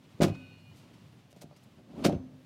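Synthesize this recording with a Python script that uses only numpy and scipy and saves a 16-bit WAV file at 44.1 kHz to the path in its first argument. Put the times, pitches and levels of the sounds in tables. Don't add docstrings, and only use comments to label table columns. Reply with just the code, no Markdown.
import sys
import numpy as np
from scipy import signal
from scipy.fft import rfft, irfft, next_fast_len
from scipy.io import wavfile
from scipy.ndimage import map_coordinates

SR = 44100
rng = np.random.default_rng(int(sys.argv[2]) if len(sys.argv) > 2 else 0)


def transcribe(signal):
    frames = np.atleast_2d(signal).T
    limited = np.clip(frames, -1, 1)
    pcm = np.round(limited * 32767).astype(np.int16)
    wavfile.write(sys.argv[1], SR, pcm)


def volts_from_decibels(level):
    exponent = np.asarray(level, float) / 20
    return 10 ** exponent


N = 108045
TIME = np.arange(N) / SR

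# start_s, force_db, push_hz (one cycle of this pitch)
BLOWS = [(0.2021, -18.5, 302), (.210, -25, 510), (.216, -17.5, 444), (0.2206, -14.5, 262),
         (.2265, -20.5, 595), (0.2395, -20, 250), (0.2455, -17, 313), (0.2511, -23.5, 265),
         (.261, -30.5, 390), (.2705, -23.5, 235), (.285, -31, 557), (.299, -30.5, 252), (.315, -33, 151),
         (.955, -55.5, 200), (1.328, -52.5, 450), (1.363, -52, 494), (1.367, -48, 308), (1.418, -47.5, 560),
         (1.4245, -46, 540), (1.4305, -51.5, 600), (1.435, -47.5, 557), (1.4415, -41.5, 234),
         (1.512, -48, 640), (1.527, -50.5, 510), (1.997, -42, 606), (2.0465, -29.5, 412),
         (2.050, -19.5, 352), (2.053, -18, 432), (2.057, -16, 297.5), (2.063, -17, 315), (2.0662, -19, 269),
         (2.085, -21, 247), (2.096, -22.5, 530), (2.120, -29, 282), (2.131, -25, 317), (2.139, -30.5, 287),
         (2.150, -30.5, 200), (2.158, -30.5, 101.3)]
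# pitch_hz, relative_level_db, fall_60db_s
FRAME_MODES = [(104, 2, 0.065), (149.4, -1.5, 0.34), (200, 9, 0.044), (258.9, -2, 0.13), (296.7, -2, 0.16),
               (385, -19, 0.09), (540, -24, 0.06), (581, 1.5, 0.048), (687, -5, 0.089), (751, -8, 0.08),
               (985, -37, 0.044), (1220, -3.5, 0.05)]
PUSH_DB = -1

# peak_s, level_db, rise_s, fall_60db_s, brightness_db_per_octave
CRUNCHES = [(.212, -31, 0.0041, 0.085, -4), (0.2206, -26.5, 0.0017, 0.011, 0.5),
            (0.234, -30, 0.011, 0.098, 0.5), (.246, -34.5, 0.0082, 0.051, -3.5),
            (0.264, -50, 0.0035, 0.064, -1), (.285, -49.5, 0.0088, 0.11, -1),
            (0.354, -51, 0.0083, 0.045, -4), (0.786, -64.5, 0.04, 0.24, 2.5),
            (0.946, -66.5, 0.015, 0.07, 0.5), (1.319, -65, 0.015, 0.033, 3),
            (1.3285, -57.5, 0.00085, 0.013, 2), (1.364, -66, 0.0037, 0.3, 2),
            (1.421, -52, 0.0079, 0.067, 3.5), (1.564, -61.5, 0.0006, 0.092, 2.5),
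            (1.64, -65, .008, 0.049, 7), (2.045, -32, .004, 0.051, -4.5), (2.052, -27, 0.0073, 0.045, -0.5),
            (2.065, -32, 0.0095, 0.07, 0.5), (2.080, -56, 0.0031, .08, -13),
            (2.095, -50, 0.0053, 0.065, -1), (2.126, -45, 0.003, 0.053, -3.5),
            (2.151, -49, 0.0054, 0.061, -4.5)]
# frequency_hz, relative_level_db
CRUNCH_COLOUR = [(590, -16), (1000, -4.5), (1550, -4), (1840, -10), (2020, -4.5), (4540, -7.5), (5590, -9),
                 (13000, -22), (15800, -29.5)]
GRAIN_DB = 2

CABIN_DB, CABIN_T60_S = -18, 0.26

# pitch_hz, rms_level_db, middle_s, fade_6db_s
RODS = [(99, -34, .265, .055), (1497, -70, .42, .13), (2449, -67, .42, .15), (2449, -68, .675, .05),
        (2519, -60.5, .36, .19), (2799, -71, .46, .22), (2934, -69, .33, .025), (2934, -72, .57, .19),
        (3730, -75, .45, .13), (4269, -71, .335, .025), (4272, -76, .58, .16), (4366, -78, .48, .17)]
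RODS_START_S, RODS_DAMPED_S, RODS_EDGE_S = 0.22, 0.73, 0.015
ROD_BEAT_DB, ROD_BEAT_HZ, ROD_WAVER_RAD = 2.2, 30, 0.5
# start_s, pitch_hz, level_db, fall_60db_s
RINGS = [(.33, 262, -45, .8), (.33, 99, -45, .6), (.4, 165, -56, 1.5), (2.18, 258, -41, .9),
         (2.22, 140, -55, 1.2), (2.07, 6158, -61, .48)]
RING_RISE_S = 0.013

# (multiple_of_pitch, level_db)
SQUEAKS = [([(1.12, 5050, -86), (1.14, 5050, -80), (1.16, 4600, -85), (1.18, 4200, -89)], [(2, 0),
           (3, -5)]), ([(1.522, 4380, -79), (1.568, 4920, -71), (1.58, 5400, -71), (1.596, 6300, -79)],
           [(1, 0)])]

# time_s, creaking_frame_level_db, rubbing_cloth_level_db
WEIGHT_SHIFT = [(0, -64.5, -71), (.11, -66, -66), (.19, -58, -67.5), (.36, -54, -65), (.6, -65, -68.5),
                (.89, -60, -65), (1.1, -64, -68.5), (1.48, -71, -74), (1.61, -64, -68),
                (1.759, -66.5, -71.5), (1.786, -50, -69), (1.833, -65, -74), (1.929, -48, -69),
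                (2.031, -36.5, -56), (2.17, -46, -69.5), (2.22, -53, -76), (2.45, -62.5, -70)]
# frequency_hz, relative_level_db
CREAK_COLOUR = [(88, -14.5), (150, -8), (263, -2), (341, -10), (461, -16), (562, -12.5), (1800, -41),
                (2340, -41), (3960, -120)]
# frequency_hz, relative_level_db
CLOTH_COLOUR = [(530, 0), (900, 2), (1310, 0), (1580, -6), (2850, -0.5), (15800, -25)]

# frequency_hz, relative_level_db
HUM_COLOUR = [(30, -57), (60, -19), (95, 0), (150, 2.5), (210, -4), (330, -33.5), (600, -44)]
# frequency_hz, relative_level_db
HISS_COLOUR = [(180, -34), (300, 0.5), (1250, -11), (1550, -10.5), (4550, -16.5), (11900, -34),
               (15800, -53)]
HUM_DB, HISS_DB = -59, -69.5

LOW_CUT_HZ, TOP_HZ = 52, 15900


def unit(x):
    return x / np.sqrt(np.mean(x ** 2) + 1e-20)


def wobble(rate):
    points = rng.standard_normal(int(N * 2000 / SR) + 4)
    return map_coordinates(points, [np.arange(N) * min(rate, 2000) / SR])


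def noise(colour, size=N, tilt_db=0):
    m = next_fast_len(size)
    hz = np.fft.rfftfreq(m, 1 / SR) + 1
    points_hz, points_db = np.transpose(colour)
    colour_db = np.interp(np.log(hz), np.log(points_hz), points_db)
    gain = volts_from_decibels(colour_db + tilt_db * np.log2(hz / 4000))
    spectrum = rfft(rng.standard_normal(m)) * gain
    return unit(irfft(spectrum, m)[:size])


def add(track, s, sound):
    part = track[round(s * SR):][:len(sound)]
    part += sound[:len(part)]


def frame_blows():
    force = np.zeros(N)
    for s, db, hz in BLOWS:
        cycle = np.arange(round(SR / hz)) * hz / SR
        add(force, s, volts_from_decibels(db) * np.sin(2 * np.pi * cycle) * np.sin(np.pi * cycle))
    t = np.arange(SR // 2) / SR
    ring = np.zeros(len(t))
    for hz, db, t60 in FRAME_MODES:
        ring += volts_from_decibels(db - 60 * t / t60) * np.cos(2 * np.pi * hz * t) * hz / SR
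    return volts_from_decibels(PUSH_DB) * force + signal.fftconvolve(force, ring)[:N]


def crunches():
    out = np.zeros(N)
    lead = SR // 10
    t = (np.arange(3 * lead) - lead) / SR
    grain = volts_from_decibels(GRAIN_DB * wobble(900))
    for s, db, rise, t60, tilt in CRUNCHES:
        shape = np.where(t < 0, np.exp(-(t / rise) ** 2), volts_from_decibels(-60 * np.abs(t) / t60))
        burst = noise(CRUNCH_COLOUR, size=len(t), tilt_db=tilt)
        add(out, s - lead / SR, volts_from_decibels(db) * shape * burst)
    return out * unit(grain)


def cabin(x):
    t = np.arange(SR // 3) / SR
    colour = [(80, -5), (1000, -10.5), (5000, -20.0), (15000, -40.0)]
    tail = noise(colour, size=len(t)) * volts_from_decibels(-60 * t / CABIN_T60_S)
    return volts_from_decibels(CABIN_DB) * signal.fftconvolve(x, tail / np.linalg.norm(tail))[:N]


def steel_rods():
    edge_distance_s = np.minimum(TIME - RODS_START_S, RODS_DAMPED_S - TIME)
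    free = np.clip(edge_distance_s / RODS_EDGE_S + 1, 0, 1)
    rods = np.zeros(N)
    for hz, db, middle, fade in RODS:
        level_db = db - 6 * ((TIME - middle) / fade) ** 4 + ROD_BEAT_DB * wobble(ROD_BEAT_HZ)
        phase = 2 * np.pi * hz * TIME + ROD_WAVER_RAD * wobble(ROD_BEAT_HZ)
        rods += volts_from_decibels(level_db) * np.sin(phase)
    return np.sqrt(2) * free * rods


def long_rings():
    out = np.zeros(N)
    for s, hz, db, t60 in RINGS:
        t = np.clip(TIME - s, 0, None)
        level_db = db - 60 * t / t60 + 1.5 * wobble(24)
        rise = 1 - np.exp(-t / RING_RISE_S)
        out += volts_from_decibels(level_db) * rise * np.sin(2 * np.pi * hz * t)
    return out


def squeaks():
    out = np.zeros(N)
    for glide, tones in SQUEAKS:
        s, hz, db = np.transpose(glide)
        phase = 2 * np.pi * np.cumsum(np.interp(TIME, s, hz)) / SR
        level_db = np.interp(TIME, s, db, left=-150, right=-150) + 1.5 * wobble(200)
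        mixed = sum(volts_from_decibels(tone_db) * np.sin(round(k) * phase) for k, tone_db in tones)
        out += volts_from_decibels(level_db) * mixed
    return out


def weight_shift():
    s, creak_db, cloth_db = np.transpose(WEIGHT_SHIFT)
    creak_level = volts_from_decibels(np.interp(TIME, s, creak_db) + 1.5 * wobble(40))
    cloth_level = volts_from_decibels(np.interp(TIME, s, cloth_db) + 1.1 * wobble(40.67))
    return creak_level * noise(CREAK_COLOUR) + cloth_level * noise(CLOTH_COLOUR)


def hum_and_hiss():
    hum = volts_from_decibels(HUM_DB + 1.25 * wobble(8.7)) * noise(HUM_COLOUR)
    return hum + volts_from_decibels(HISS_DB) * noise(HISS_COLOUR)


def scene():
    hits = frame_blows() + crunches()
    ringing = steel_rods() + long_rings()
    mix = hits + cabin(hits) + ringing + squeaks() + weight_shift() + hum_and_hiss()
    return mix[None]


def roll_off(x):
    return signal.sosfilt(signal.butter(12, 15950, fs=SR, output="sos"), x)


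def record(dry):
    low_cut = signal.butter(3, LOW_CUT_HZ, "high", fs=SR, output="sos")
    x = signal.sosfilt(low_cut, dry)
    m = next_fast_len(N + SR // 10)
    below_top = np.fft.rfftfreq(m, 1 / SR) < TOP_HZ
    mix = irfft(rfft(x, m) * below_top, m)[:, :N]
    return roll_off(mix)


dry = scene()
out = record(dry)
transcribe(out)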